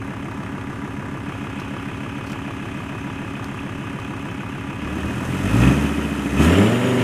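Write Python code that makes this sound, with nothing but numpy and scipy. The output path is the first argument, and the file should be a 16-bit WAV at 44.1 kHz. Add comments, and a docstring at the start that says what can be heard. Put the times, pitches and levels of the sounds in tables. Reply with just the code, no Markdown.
"""A five-cylinder diesel car idles outdoors, heard from the ground beside it, and is revved twice.
The exhaust rumbles unevenly once a cycle and turns to a hard firing note under load.
Combustion knock, valve rattle and intake hiss ride on top, all following one crank and one pedal.
A few small clicks come from the door, over quiet outdoor air. Gain control ducks the loud revs."""
import sys
import numpy as np
from scipy import signal
from scipy.fft import rfft, irfft
from scipy.io import wavfile
from scipy.ndimage import uniform_filter1d

SR = 44100
rng = np.random.default_rng(int(sys.argv[2]) if len(sys.argv) > 2 else 0)


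def put_to_file(sound):
    """Save the sound as 16-bit audio at rate SR, in the file named by the first command-line argument."""
    columns = np.atleast_2d(sound).T  # one column per channel
    safe = np.clip(columns, -1, 1)
    whole_steps = np.round(safe * 32767)
    wavfile.write(sys.argv[1], SR, whole_steps.astype(np.int16))


N = 310023
TIME = np.arange(N) / SR
CYLINDER_COUNT, IDLE_RPM = 5, 810


def gain_of(db):
    """Decibels to amplitude."""
    return 10 ** (np.asarray(db) / 20)


def unit_rms(x):
    """Scales to rms 1."""
    return x / np.sqrt(np.mean(x ** 2) + 1e-20)


def steadied(x, size=9001):
    """Scales to a running rms of 1, leaving the beat of single strokes."""
    power = uniform_filter1d(uniform_filter1d(x ** 2, size), size // 2)
    return x / np.sqrt(abs(power) + 1e-20)


def smoothed(x, lag_s):
    """One-pole lag."""
    keep = np.exp(-1 / (lag_s * SR))
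    return signal.lfilter([1 - keep], [1, -keep], x)


def coloured(x, spectrum):
    """Minimum-phase filter through (Hz, dB) points, falling steeply above the last."""
    bins_hz = np.fft.rfftfreq(16384, 1 / SR)
    hz, db = np.transpose(spectrum)
    db = np.interp(np.log(bins_hz + 1), np.log(hz), db) - 40 * np.log2(np.maximum(bins_hz / hz[-1], 1))
    cepstrum = irfft(np.log(gain_of(np.maximum(db, -100))))
    cepstrum[1:len(bins_hz) - 1] *= 2
    cepstrum[len(bins_hz):] = 0
    response = irfft(np.exp(rfft(cepstrum)))[:len(bins_hz) // 2]
    return signal.oaconvolve(x, response)[:N]


def drift(hz, step=32):
    """Random wander of rms 1, rolling off near hz."""
    coarse = rng.standard_normal(N // step + 2)
    lowpass = np.exp(-(np.fft.rfftfreq(len(coarse), step / SR) / hz) ** 2)
    slow = irfft(rfft(coarse) * lowpass, len(coarse))
    return np.interp(np.arange(N) / step, np.arange(len(slow)), unit_rms(slow))


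def decaying(clicks, t60_s):
    """Exponential tail after each click."""
    return signal.lfilter([1], [1, -np.exp(-np.log(1000) / (t60_s * SR))], clicks)


def ringing(clicks, modes):
    """Clicks strike modes given as (Hz, dB, t60 in s)."""
    t = TIME[:SR // 3]
    response = sum(gain_of(db - 60 * t / t60) * np.sin(2 * np.pi * hz * t) for hz, db, t60 in modes)
    return signal.oaconvolve(clicks, response)[:N]


def strokes(cycles, place):
    """One unit click each time the cycle passes this place."""
    return np.diff(np.floor(cycles - place), prepend=np.floor(cycles[0] - place))


def firings(cycles, lag=0):
    """One click train a cylinder, evenly spaced through the cycle."""
    return [strokes(cycles, k / CYLINDER_COUNT + lag) for k in range(CYLINDER_COUNT)]


# Crank speed. Each row: time in seconds, speed in rpm.
CRANK_SPEED = [(4.77, 809.9), (5.0, 937.9), (5.17, 981.1), (5.42, 1102.4), (5.76, 1723.6), (6.0, 1781.2),
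               (6.37, 1646.6), (6.52, 2094.9), (6.7, 2770.1), (6.85, 2988.1), (7.03, 2920.8)]

def rpm():
    """Crank speed, at idle until the first row."""
    return np.interp(TIME, *np.transpose(CRANK_SPEED))


def crank_cycles():
    """Engine cycles (two turns each) done so far, with slight flutter."""
    return np.cumsum(rpm()) / SR / 120 - .015 + .0012 * drift(7)


# Pedal travel. Each row: time in seconds, throttle from 0 to 1.
PEDAL = [(4.77, 0.13), (4.87, 0.27), (5.24, 0.18), (5.4, 0.29), (5.54, 0.54), (5.68, 0.87), (5.76, 0.72),
         (5.85, 0.64), (5.92, 0.38), (6.29, 0.15), (6.36, 0.39), (6.41, 0.98), (6.66, 0.99), (6.8, 0.72),
         (7.03, 0.7)]

def throttle():
    """A light touch, a first rev, a lift, a hard second rev."""
    return np.interp(TIME, *np.transpose(PEDAL))


def effort(base_db, throttle_db, octave_db):
    """Gain law: base level, plus dB at full throttle, plus dB per doubling of idle speed."""
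    return gain_of(base_db + throttle_db * throttle() + octave_db * np.log2(rpm() / IDLE_RPM))


# Outdoor air spectrum. Each row: frequency in Hz, relative level in dB.
AIR_SPECTRUM = [(20, -56), (60, -14), (150, 8.5), (400, -10.5), (1000, -0.5), (4000, -25.5), (15000, -84)]

def outdoor_air():
    """Quiet, steady, low noise."""
    return gain_of(-43) * unit_rms(coloured(rng.standard_normal(N), AIR_SPECTRUM))


# Door trim clicks. Each row: start in seconds, level in dB, centre in Hz, t60 in seconds.
DOOR_CLICKS = [(0.245, -46, 7000, 0.0064), (.311, -52, 5000, .05), (0.434, -46, 4000, .02),
               (1.598, -41, 4200, .07), (2.264, -48, 4500, 0.36), (2.298, -44, 5460, 0.08),
               (2.318, -41, 5340, 0.075), (3.444, -30.5, 4544, 0.0077), (4, -37, 3700, 0.011)]

def door_clicks():
    """Short dry ticks and scuffs of trim."""
    out = np.zeros(N)
    for start_s, db, hz, t60_s in DOOR_CLICKS:
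        band = [(hz / 3, -14), (hz, 0), (hz * 2, -12), (hz * 4, -18)]
        noise = unit_rms(coloured(rng.standard_normal(N), band))
        fall_db = 60 * np.minimum(abs(TIME - start_s) / t60_s, 2)
        out += (TIME >= start_s) * gain_of(db - fall_db) * noise
    return out


def underbody_echoes(x, size=0.078, count=30):
    """Short echoes between underbody and ground ripple the spectrum."""
    taps = np.zeros(SR // 40)
    delays = rng.integers(40, len(taps), count)
    taps[delays] = size * rng.choice([-1, 1], count) * np.exp(-delays / len(taps))
    taps[0] = 1
    return signal.oaconvolve(x, taps / np.linalg.norm(taps))[:N]


# Intake spectrum. Each row: frequency in Hz, relative level in dB.
INTAKE_SPECTRUM = [(2180, -1), (3700, 5), (4370, -3), (5000, 0), (5560, 0.5), (6290, -0.5), (7170, -0.5),
                   (9460, -2), (12400, -10), (14300, -14), (15200, -21)]
# Gain law: base in dB, dB at full throttle, dB per speed octave.
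INTAKE_GAIN = (-53, 9.2, 4.53)

def intake_hiss(cycles, revved, fast, off_idle_db=4, snort_db=4, snort_s=6.445, snort_width_s=0.024):
    """Intake air pulses, whistles faintly and snorts as the pedal is floored; injectors tick through."""
    beats = strokes(CYLINDER_COUNT * cycles, 0.44)
    ticks = decaying(beats * gain_of(4.8 * drift(40) - 27), .005)
    flow = 1 + 0.89 * decaying(beats, 0.089) + 1.5 * ticks
    air = steadied(coloured(flow * rng.standard_normal(N), INTAKE_SPECTRUM))
    air += 0.42 * revved * np.diff(air, prepend=0)  # faster air is brighter
    whistle_hz = 6330 + 950 * fast * throttle() ** 2
    whistle = unit_rms(drift(200) * np.cos(2 * np.pi * np.cumsum(whistle_hz) / SR))
    air += gain_of(-13 + 7 * throttle()) * whistle
    snort = np.exp(-((TIME - snort_s) / snort_width_s) ** 2)
    return effort(*INTAKE_GAIN) * gain_of(off_idle_db * revved + snort_db * snort + .5 * drift(56)) * air


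# Valve spectra at low and high speed. Each row: frequency in Hz, relative level in dB.
VALVES_SLOW = [(1240, -36.5), (2100, -5), (2270, 1), (2470, 1.5), (2610, 6), (2870, 2.5), (3260, 0.5),
               (3470, -0.5), (3560, -21), (4000, -14), (5200, -47), (8800, -120)]
VALVES_FAST = [(1240, -32), (2100, -4.5), (2280, -3.5), (3060, -2), (4000, -22.5), (5200, -33),
               (8800, -120)]
# Valve cover modes. Each row: frequency in Hz, relative level in dB, t60 in seconds.
COVER_RING = [(2534, 11, 0.039), (2600, -18, 0.018), (2562, -8, .04), (2980, 4, 0.023)]
# Gain law: base in dB, dB at full throttle, dB per speed octave.
VALVE_GAIN = (-44, 11.6, 5.7)

def valve_rattle(cycles, fast):
    """Valves and injection pump chatter ten times a cycle and ring the valve cover."""
    taps = strokes(2 * CYLINDER_COUNT * cycles, 0.11) * gain_of(4.9 * np.minimum(drift(115), 2))
    chatter = (0.98 + decaying(taps, 0.028)) * rng.standard_normal(N)
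    cover = gain_of(-3) * unit_rms(ringing(chatter, COVER_RING))
    low_speed = unit_rms(coloured(chatter, VALVES_SLOW)) + cover
    high_speed = unit_rms(coloured(chatter, VALVES_FAST))
    return effort(*VALVE_GAIN) * steadied((1 - fast) * low_speed + fast * high_speed)


# Cylinder strengths, also used by the exhaust. Each row: exhaust pulse, knock, injector ping, in dB.
CYLINDER_DB = [(-7.5, 5, -10.5), (-25, 1, -9), (-10.5, 3.5, -10.5), (0.5, 5.5, -25), (-1.5, 0.5, -3.5)]
# Block spectra at idle and revved. Each row: frequency in Hz, relative level in dB.
BLOCK_IDLE = [(250, -6.5), (430, -25), (452, -5), (478, -15), (523, -3.5), (797, -8.5), (820, -12.5),
              (892, -9.5), (944, -2.5), (1090, -12.5), (1210, -9.5), (1410, -4), (1740, -8), (1930, -8.5),
              (2300, -14), (2990, -23), (5060, -120)]
BLOCK_REVVED = [(260, -23.5), (450, 0), (560, -2.5), (620, -5.5), (843, -7), (973, -3), (1090, -7),
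                (1310, -2), (1560, -7.5), (1870, -4.5), (2300, -16.5), (2990, -59), (5060, -120)]
# Block modes. Each row: frequency in Hz, relative level in dB, t60 in seconds.
BLOCK_RING = [(844, -17, .4), (977, -8, .12), (1182, -9, .12), (1687, -7, .12), (2050, -13, .1)]
# Gain law: base in dB, dB at full throttle, dB per speed octave.
KNOCK_GAIN = (-38, 10.3, 5.2)

def combustion_knock(cycles, revved, clack_rise_s=0.002, clack_t60_s=0.081):
    """Each ignition strikes the block: rough burst, the cylinder's own clack, injector ping, ringing."""
    _, knock_sizes, ping_sizes = gain_of(CYLINDER_DB).T
    trains = np.array([train * gain_of(.7 * drift(20)) for train in firings(cycles, lag=.1)])
    blows, pings = knock_sizes @ trains, ping_sizes @ trains
    t = TIME[:SR // 20]
    envelope = gain_of(-60 * t / clack_t60_s) * (1 - np.exp(-t / clack_rise_s))
    clacks = sum(size * signal.oaconvolve(train, envelope * rng.standard_normal(len(t)))[:N]
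                 for size, train in zip(knock_sizes, trains))
    burst = (1 + 2 * uniform_filter1d(decaying(blows, 0.21), size=240)) * rng.standard_normal(N)
    # two coupled modes: the ping swells briefly
    ping = ringing(ringing(pings, [(1198, 0, 0.018)]), [(1142, 0, 0.0095)])
    idle = gain_of(-3) * steadied(coloured(burst, BLOCK_IDLE))
    idle += gain_of(-8) * steadied(coloured(clacks, BLOCK_IDLE))
    idle += gain_of(-8.5 + 0.99 * drift(8.3)) * steadied(ping)
    loaded = steadied(coloured(unit_rms(burst) + 0.41 * unit_rms(clacks), BLOCK_REVVED))
    ring = gain_of(-7 - 7.1 * revved) * steadied(ringing(blows, BLOCK_RING))
    return effort(*KNOCK_GAIN) * (np.sqrt(1 - revved) * idle + revved * loaded + ring)


# Pipe and tailpipe rasp spectra. Each row: frequency in Hz, relative level in dB.
PIPE_SPECTRUM = [(20, -47), (48, -13), (72, -15), (110, -2), (150, -6.5), (180, 6.5), (220, -1),
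                 (250, -1.5), (282, 3.5), (345, -3), (395, -2.5), (440, -18.5), (530, -15), (700, -25),
                 (1100, -40.5)]
RASP_SPECTRUM = [(150, -39), (300, -22), (395, -1.5), (450, -8.5), (530, -4), (720, -20), (1100, -29)]
# Echoes in the pipe. Each row: delay in seconds, signed gain.
PIPE_TAPS = [(0, .7), (.0021, -.55), (.0048, .35), (.0074, .5), (.0098, .3), (.0138, -.15)]
# Gain law: base in dB, dB at full throttle, dB per speed octave.
THROB_GAIN = (-32.5, 12.06, 6.8)

def exhaust_throb(cycles, revved, fast, surge_depth=0.71, surge_above_rpm=1630):
    """Unequal pulses with puffs of turbulent gas ring the pipe; at high speed throb gives way to rasp."""
    drive = np.sqrt(revved)
    trains, sizes = np.array(firings(cycles)), gain_of(CYLINDER_DB)[:, 0]
    pulses = sizes @ trains
    # only what differs between cylinders throbs
    uneven = (pulses - sizes.mean() * sum(trains)) * gain_of(drift(15))
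    burr = sum(size * np.interp(TIME - delay_s, TIME, uneven) for delay_s, size in PIPE_TAPS)
    gas = (.35 - 0.067 * drive + decaying(pulses, 0.19)) * rng.standard_normal(N)
    # the gas flow surges once a cycle
    surge = 1 + surge_depth * (rpm() > surge_above_rpm) * np.cos(2 * np.pi * (cycles - .76))
    throb = drive * gain_of(-5.5 * fast) * steadied(coloured(burr * surge, PIPE_SPECTRUM))
    rasp = drive * gain_of(-14.5 + 9 * fast) * steadied(coloured(burr, RASP_SPECTRUM))
    puffs = gain_of(-9) * steadied(coloured(gas, PIPE_SPECTRUM))
    return effort(*THROB_GAIN) * (throb + rasp + puffs)


# Firing harmonics, lowest first. Each row: base level in dB, dB added at full throttle.
FIRING_HARMONICS = [(-46, 19), (-43, 20.5), (-43.5, 14), (-44, 11), (-47, 8)]
# Silencer response. Each row: frequency in Hz, gain in dB.
SILENCER_RESPONSE = [(35, -10), (60, 6), (75, 5.5), (110, 6.5), (130, 6.5), (155, -6), (205, 5.5), (255, 5),
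                     (300, 7), (350, -0.5), (400, 2), (490, -3), (600, -12)]

def firing_note(cycles, octave_db=4.5, waver_db=3.9):
    """Off idle the five pulses merge into a hard note, its overtones coloured and delayed by the pipe."""
    speed_rpm = rpm()
    firing_hz = CYLINDER_COUNT * speed_rpm / 120
    hz, db = np.transpose(SILENCER_RESPONSE)
    note = np.zeros(N)
    for k, (base_db, throttle_db) in enumerate(FIRING_HARMONICS, 1):
        silencer = gain_of(np.interp(np.log(k * firing_hz), np.log(hz), db))
        waver = gain_of(waver_db * drift(19) * IDLE_RPM / speed_rpm)
        phase = 2 * np.pi * CYLINDER_COUNT * k * (cycles - .02) + .6 * (k - 1) ** 2
        note -= np.sqrt(2) * effort(base_db, throttle_db, octave_db) * silencer * waver * np.cos(phase)
    off_idle = np.clip((speed_rpm - IDLE_RPM) / 50, 0, 1)
    return off_idle * note


# Exhaust resonances at idle. Each row: centre in Hz, width in Hz, level in dB.
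PIPE_RESONANCES = [(72, 20, -57), (108.6, 42, -46), (140.8, 8.1, -44), (167.5, 23, -62), (209, 40, -46.5),
                   (250.4, 5.3, -54.5), (277.4, 8, -44), (283, 22, -49), (326.4, 12, -49.5),
                   (374.8, 19.3, -54.5), (395, 6.6, -53.5), (439, 17, -57.5)]
# Arrival at the tailpipe. Each row: frequency in Hz, delay in cycles.
PIPE_DELAY = [(140, .78), (155, .64), (235, .64), (250, .34)]

def idle_rumble(cycles, revved, firing_boost_db=3.5, throttle_db=7.5):
    """Orders of the cycle ring the pipe; it lets the low ones out last, so the idle lopes."""
    orders = np.arange(5, 68)
    order_hz = orders * IDLE_RPM / 120
    pipe = sum(gain_of(db) / (1 + (2 * (order_hz - hz) / width) ** 2) for hz, width, db in PIPE_RESONANCES)
    sizes = pipe * gain_of(firing_boost_db * (orders % CYLINDER_COUNT == 0))
    delays = np.interp(order_hz, *np.transpose(PIPE_DELAY))
    phases = -2 * np.pi * np.cumsum(delays) + 1.1 * rng.standard_normal(len(orders))
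    place = np.linspace(0, 1, 2048)
    one_cycle = np.sqrt(2) * sizes @ np.cos(2 * np.pi * np.outer(orders, place) + phases[:, None])
    level = np.sqrt(1 - revved) * gain_of(throttle_db * throttle() + 0.03 * drift(29))
    return level * np.interp(cycles % 1, place, one_cycle)


def scene(door_open_s=1.33, door_swing_s=.15):
    """One crank drives all engine layers; the door shields rattle and hiss until it has swung open."""
    cycles = crank_cycles()
    revved = np.clip((rpm() - 815) / 230, 0, 1)
    fast = np.clip((rpm() - 1700) / 450, 0, 1)
    shut = np.clip((door_open_s - TIME) / door_swing_s, 0, 1)
    exhaust = idle_rumble(cycles, revved) + firing_note(cycles) + exhaust_throb(cycles, revved, fast)
    rattle = gain_of(-5.5 * shut) * valve_rattle(cycles, fast)
    hiss = gain_of(-1.5 * shut) * intake_hiss(cycles, revved, fast)
    air = outdoor_air()
    knock = combustion_knock(cycles, revved)
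    return (air + underbody_echoes(rattle + hiss) + door_clicks() + knock + exhaust)[None]


def record(dry):
    """Gain control ducks the loud revs and recovers slowly; a low-pass limits the band."""
    threshold_db, squeeze, recovery_db_per_s = -15, 0.98, 4
    sense_s, react_s, cutoff_hz = 0.047, 0.042, 15330
    level_db = 10 * np.log10(smoothed(dry[0] ** 2, sense_s) + 1e-12)
    recovery_db = recovery_db_per_s * TIME
    held_db = np.maximum.accumulate(level_db + recovery_db) - recovery_db
    over_db = np.maximum(held_db - threshold_db, 0)
    ducked = dry * gain_of(-squeeze * smoothed(over_db, react_s))
    lowpass = signal.firwin(511, cutoff_hz, window=("kaiser", 9), fs=SR)
    return signal.oaconvolve(ducked, lowpass[None], "same")


dry = scene()
out = record(dry)
put_to_file(out)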